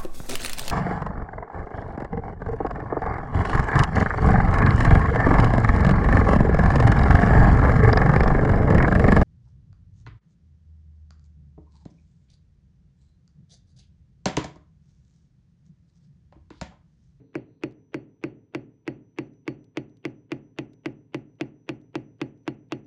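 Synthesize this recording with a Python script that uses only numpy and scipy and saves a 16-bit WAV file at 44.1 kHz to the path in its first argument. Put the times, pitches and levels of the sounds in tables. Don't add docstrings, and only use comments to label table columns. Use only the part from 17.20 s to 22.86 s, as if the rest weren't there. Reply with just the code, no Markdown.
import sys
import numpy as np
from scipy import signal
from scipy.fft import rfft, irfft
from scipy.io import wavfile

SR = 44100
rng = np.random.default_rng(int(sys.argv[2]) if len(sys.argv) > 2 else 0)


def wav_record(signal):
    frames = np.transpose(np.atleast_2d(signal))
    bounded = np.clip(frames, -1, 1)
    quanta = np.round(bounded * 32767).astype(np.int16)
    wavfile.write(sys.argv[1], SR, quanta)


N = 249779

# (time [s], strength [dB], glancing edge [dB], blade ring [dB], head ring [dB])
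TAPS = [(-0.15, 1.5, 0, 0, -2), (0.1543, -2, -7, -8.5, -6), (0.436, -2, 7.5, -0.5, 2),
        (0.744, -2.1, 0.5, -3, -8), (1.039, -1.3, -3.5, -1, -5.5), (1.349, -1.5, 2.5, -2.5, -1.5),
        (1.678, -1.4, -3.5, -2, 1.7), (1.9865, -1.55, -2.5, -0.5, 5.5), (2.279, -1.5, -1.5, 2.5, -1),
        (2.5722, -1.9, 5.5, 0.5, 2.5), (2.8528, -1.95, 0.5, -5, 2), (3.1189, -1.65, -1, -3.5, .5),
        (3.387, -2, 3, -5, 2.5), (3.659, -1.5, -2.5, -9, -8), (3.9454, -2.1, -2.5, -6, .7),
        (4.2108, -1.16, 0, -5, 2.5), (4.4916, -1.55, 0, 1, 1.5), (4.7549, -1.3, -1.5, -2, 3),
        (5.0154, -1.64, 0.5, 1.5, 2), (5.2784, -1.4, -1.5, 3, -8), (5.5224, -1.35, 4, 3, 6)]


def undb(db):
    return 10 ** (np.asarray(db) / 20)


def at(points, hz):
    point_hz, value = np.transpose(points)
    return np.interp(np.log(np.maximum(hz, 1)), np.log(point_hz), value)


def add(out, x, time_s):
    start = int(round(time_s * SR))
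    x, start = x[max(-start, 0):], max(start, 0)
    out[start:start + len(x)] += x[:len(out) - start]


def colour(x, points):
    return irfft(rfft(x) * undb(at(points, np.fft.rfftfreq(len(x), 1 / SR))), len(x))


def click(db_at, spread_s=0, size=8192):
    hz = np.fft.rfftfreq(size, 1 / SR)
    cepstrum = irfft(np.log(undb(db_at(hz))))
    cepstrum[1:size // 2] *= 2
    cepstrum[size // 2 + 1:] = 0
    lag_turns = 2 * spread_s * np.sqrt(hz * 1000)
    return irfft(np.exp(rfft(cepstrum) - 2j * np.pi * lag_turns))[:size // 2]


def fade(t60_s, size):
    return np.exp(-np.log(1000) * np.arange(size) / SR / t60_s)


def rings(modes, size=SR):
    t = np.arange(size) / SR
    return np.array([(-1) ** (k + 1) * undb(db) * np.sin(2 * np.pi * hz * t) * fade(t60_s, size)
                     for k, (hz, db, t60_s) in enumerate(modes)])


def envelope(t60_s, size, rise_s):
    shape = fade(t60_s, size) * (1 - np.exp(-np.arange(size) / SR / rise_s))
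    return shape / np.linalg.norm(shape)


def tail(points, t60_s, size):
    return colour(rng.standard_normal(size), points) * envelope(t60_s, size, rise_s=0.0002)


def looseness(time_s, seating_s=2.71):
    return np.exp(-time_s / seating_s)


def grip(time_s, from_s=4.4, over_s=0.96):
    return np.clip((time_s - from_s) / over_s, 0, 1)


def blow_tint(time_s, strength_db, edge_db):
    # (centre [Hz], seated [dB], extra if loose [dB], extra at full grip [dB], edge share [-])
    bands = [(750, 4.5, -8, 0.5, 0), (1350, -1.5, 1.5, 3, 0), (2270, 1.65, -0.8, -5, 0.081),
             (3450, 10.5, -20.5, -1, 0.95), (5200, 3, -4, -0.5, 0.33)]
    hz, seated_db, loose_db, grip_db, edge_share = np.transpose(bands)
    contact_db = seated_db + looseness(time_s) * loose_db + grip(time_s) * grip_db
    return np.c_[hz, strength_db + contact_db + edge_share * edge_db]


def handle_clack(lead_s=0.0004, spread_s=0.00042, ripple_db=0.85):
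    # (frequency [Hz], level [dB])
    spectrum = [(300, -5), (700, 5), (1100, 3), (1600, 4), (1830, -3), (2000, 7), (2750, 4), (2980, -16),
                (3350, -4), (4000, -15), (4800, -12), (6300, -18), (10500, -35.5), (15500, -43.5)]
    out = np.zeros(N)
    for time_s, db, edge_db, *_ in TAPS:
        tint = blow_tint(time_s, db, edge_db)
        spot = np.c_[np.geomspace(1000, 16000, 40), ripple_db * rng.standard_normal(40)]
        clack = click(lambda hz: at(spectrum, hz) + at(tint, hz) + at(spot, hz), spread_s)
        add(out, clack, time_s - lead_s)
    return out


def hull_drum(lag_s=0.00096, scatter_db=0.73, upper_db=-3.0, loose_db=5.5, sharp=0.034, settle_s=1.2):
    # (frequency [Hz], level [dB], t60 [s])
    modes = [(55.4, -54, 0.5), (74.5, -50, 0.055), (106.1, -51.5, 0.72), (114.53, -50, 1),
             (124.1, -32, 0.2), (143, -27.5, 0.13), (146.85, -50.5, 0.98), (165, -62.5, 0.49),
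             (166, -60, 1), (188, -65.5, 0.64), (209.9, -41.5, 0.38), (230.4, -36.5, 0.19),
             (256.8, -48, 0.79), (268.3, -30.5, 0.19), (302.15, -18.5, 0.107), (298.84, -26.5, 0.16),
             (328.7, -20.5, 0.074), (354.1, -35.5, 0.2), (371.9, -21.5, 0.16), (372.4, -20.0, 0.12),
             (394.6, -56, 0.76), (431.4, -47, 0.55), (430.3, -57, 0.7), (443.2, -37, 0.1),
             (521.6, -23.0, 0.084), (521.7, -19, 0.055), (551.8, -44.5, 0.19), (583.8, -38.5, 0.12)]
    out, ringing, samples = np.zeros(N), rings(modes), np.arange(SR)
    upper_share = np.interp(np.array(modes)[:, 0], [320, 420], [0, 1])
    for time_s, db, *_ in TAPS:
        tilt_db = (upper_db + looseness(time_s) * loose_db) * upper_share
        panel = undb(db + tilt_db + scatter_db * rng.standard_normal(len(modes))) @ ringing
        pitch = 1 + sharp * np.exp(-time_s / settle_s)
        add(out, np.interp(samples * pitch, samples, panel, right=0), time_s + lag_s)
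    return out


def hull_buzz(t60_s=0.039):
    # (frequency [Hz], level [dB])
    spectrum = [(300, -11), (600, 5), (1000, -4), (2600, -2), (3400, -19.5), (4200, -23.5), (6000, -27.5),
                (9000, -46.5), (15000, -67.5)]
    out = np.zeros(N)
    for time_s, db, edge_db, *_ in TAPS:
        tint = blow_tint(time_s, db, edge_db)
        hz = np.union1d(np.array(spectrum)[:, 0], tint[:, 0])
        add(out, tail(np.c_[hz, at(spectrum, hz) + at(tint, hz)], t60_s, size=4096), time_s)
    return out


def fitting_ring():
    # (frequency [Hz], level [dB], t60 [s])
    modes = [(706, -45.5, 0.064), (830, -51.5, 0.21), (1152, -50.5, 0.053), (1464, -52, 0.042),
             (1930, -45, 0.068), (2506, -50.5, 0.008), (2770, -52, .04), (2926, -45, 0.025),
             (3190, -45.5, 0.016), (4660, -53, 0.022), (5360, -58.5, .02)]
    out, ringing, mode_hz = np.zeros(N), rings(modes), np.array(modes)[:, 0]
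    for time_s, db, edge_db, *_ in TAPS:
        tint = blow_tint(time_s, db, edge_db)
        add(out, undb(at(tint, mode_hz)) @ ringing, time_s)
    return out


def echo_response(build_s=0.012, bands=12):
    # (frequency [Hz], level [dB])
    spectrum = [(50, -9.5), (130, 9), (200, 2.5), (310, 12.5), (420, 0), (560, -1.5), (800, -9),
                (1200, -18.5), (2000, -16), (2800, -18.5), (3600, -33), (5600, -39), (8000, -58.5),
                (15000, -77.5)]
    # (frequency [Hz], t60 [s])
    decay = [(120, 0.76), (320, 0.6), (700, 0.39), (2300, 0.36), (3800, 0.25), (6000, 0.067), (12000, 0.1)]
    hz, centres_hz = np.fft.rfftfreq(SR, 1 / SR), np.geomspace(60, 14000, bands)
    noise_bins = rfft(colour(rng.standard_normal(SR), spectrum))
    out = np.zeros(SR)
    for centre_hz, share in zip(centres_hz, np.eye(bands)):
        band = irfft(noise_bins * at(np.c_[centres_hz, share], hz), SR)
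        out += band * envelope(at(decay, centre_hz), SR, build_s)
    return out


def boat_echo(change=0.31, paths=4):
    out, still = np.zeros(N), echo_response()
    moving = np.array([echo_response() for _ in range(paths)]) / np.sqrt(paths)
    for time_s, db, *_ in TAPS:
        shifted = change * rng.standard_normal(paths) @ moving
        add(out, undb(db) * (still + shifted) / np.hypot(1, change), time_s)
    return out


def attack_fizz(level_db=-16.0, step_s=0.012, step_db=14.5, t60_s=0.16):
    # (frequency [Hz], level [dB])
    spectrum = [(150, -8), (400, 14), (1000, -2), (3000, -3.5), (4500, -22.5), (6500, -32.5), (10000, -49)]
    out = np.zeros(N)
    for time_s, *_ in TAPS:
        for step in range(2):
            fizz = undb(level_db - step_db * step) * tail(spectrum, t60_s, size=2048)
            add(out, fizz, time_s - (step + 1) * step_s)
    return out


def blade_ring(damping=0.5, grip_lean_db=7.0, scatter_db=2.2):
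    # (frequency [Hz], level [dB], mid-run t60 [s])
    modes = [(4330, -64, 0.11), (4460, -62, 0.14)]
    out = np.zeros(N)
    for time_s, _, _, blade_db, _ in TAPS:
        t60_scale = np.exp(damping * (0.5 - time_s * SR / N))
        ringing = rings(np.array(modes) * [1, 1, t60_scale], size=16384)
        lean_db = grip(time_s) * grip_lean_db + scatter_db * rng.standard_normal()
        add(out, undb([blade_db + lean_db, blade_db - lean_db]) @ ringing, time_s)
    return out


def hammer_ring(facing_turns=0.25, sway_turns=0.097, recoil_turns=0.19, reflection=0.15):
    # (frequency [Hz], level [dB], t60 [s])
    mode = (5932, -84, 5.9)
    hz, db, t60_s = mode
    t, taps_s, power = np.arange(N) / SR, np.array(TAPS)[:, 0], np.zeros(N)
    for time_s, *_, ring_db in TAPS:
        add(power, (undb(db + ring_db) * fade(t60_s, N)) ** 2, time_s)
    beats_s = np.append(taps_s, 2 * taps_s[-1] - taps_s[-2])
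    swing = np.interp(t, beats_s, np.arange(len(beats_s)))
    swing += recoil_turns * np.sin(np.pi * swing) ** 2
    strokes = np.arange(2 * len(beats_s)) / 2
    swing += np.interp(swing, strokes, sway_turns * rng.standard_normal(len(strokes)))
    direct = np.cos(2 * np.pi * (swing - facing_turns)) * np.sin(2 * np.pi * hz * t)
    off_hull = reflection * np.cos(2 * np.pi * hz * t)
    return np.sqrt(power) * (direct + off_hull)


def tip_chatter(level_db=-58.5, from_s=0.021, over_s=0.05, scatter_db=3.0, t60_s=0.02, slips=30):
    # (frequency [Hz], level [dB])
    spectrum = [(1500, -17.5), (3500, -2.5), (5200, 2), (7500, -6), (10000, -22), (15000, -38)]
    out = np.zeros(N)
    for time_s, db, *_ in TAPS[1:]:
        seated = 1 - looseness(time_s)
        for _ in range(slips):
            slip = tail(spectrum, t60_s, size=1024)
            gain = seated * undb(level_db + db + scatter_db * rng.standard_normal())
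            add(out, gain * slip, time_s + from_s + over_s * rng.random())
    return out


def tip_ticks(t60_s=0.022, faint_db=-67.5, faint_from_s=1.8, faint_count=16):
    # (time [s], peak [dB])
    shifts = [(0.5102, -59), (0.5224, -61), (2.4433, -57), (2.6968, -65.5), (2.7702, -56.5), (3.5339, -53),
              (4.6147, -64), (5.2345, -73)]
    # (frequency [Hz], level [dB])
    spectrum = [(800, -10), (2500, 5), (4500, 7.5), (7000, -2.5), (10000, -13.5), (15000, -22.5)]
    faint_shifts = np.c_[rng.uniform(faint_from_s, N / SR, faint_count),
                         rng.uniform(faint_db - 6, faint_db, faint_count)]
    out, snap = np.zeros(N), click(lambda hz: at(spectrum, hz))
    for time_s, peak_db in np.vstack([shifts, faint_shifts]):
        tick = snap + tail(spectrum, t60_s, len(snap))
        add(out, undb(peak_db) * tick / np.abs(tick).max(), time_s)
    return out


def yard_air(air_db=-68.5, hiss_db=-93.0, hiss_end_s=0.43):
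    # (frequency [Hz], relative density [dB])
    air_spectrum = [(20, -19), (60, -11), (120, -3.5), (300, -9), (600, -27), (850, -31.5), (940, -22.5),
                    (1100, -36), (2500, -38), (5000, -51), (15000, -68)]
    hiss_spectrum = [(1500, -46.5), (3000, -21), (4100, 0.5), (5200, -25.5), (8000, -53.5)]
    air = colour(rng.standard_normal(N), air_spectrum)
    hiss = colour(rng.standard_normal(N), hiss_spectrum)
    gate = np.interp(np.arange(N) / SR, [hiss_end_s, hiss_end_s + 0.05], [1, 0])
    return undb(air_db) * air / air.std() + undb(hiss_db) * gate * hiss / hiss.std()


def scene():
    blows = boat_echo() + handle_clack() + hull_drum() + hull_buzz() + fitting_ring() + attack_fizz()
    tools = blade_ring() + hammer_ring() + tip_chatter() + tip_ticks()
    return (blows + tools + yard_air())[None]


def record(dry, ceiling=0.15, low_cut_hz=42, high_cut_hz=16300):
    rounded = dry / (1 + (dry / ceiling) ** 6) ** (1 / 6)
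    low_cut = signal.butter(4, low_cut_hz, "highpass", fs=SR, output="sos")
    high_cut = signal.ellip(8, 0.2, 70, high_cut_hz, fs=SR, output="sos")
    return signal.sosfilt(high_cut, signal.sosfilt(low_cut, rounded))


dry = scene()
out = record(dry)
wav_record(out)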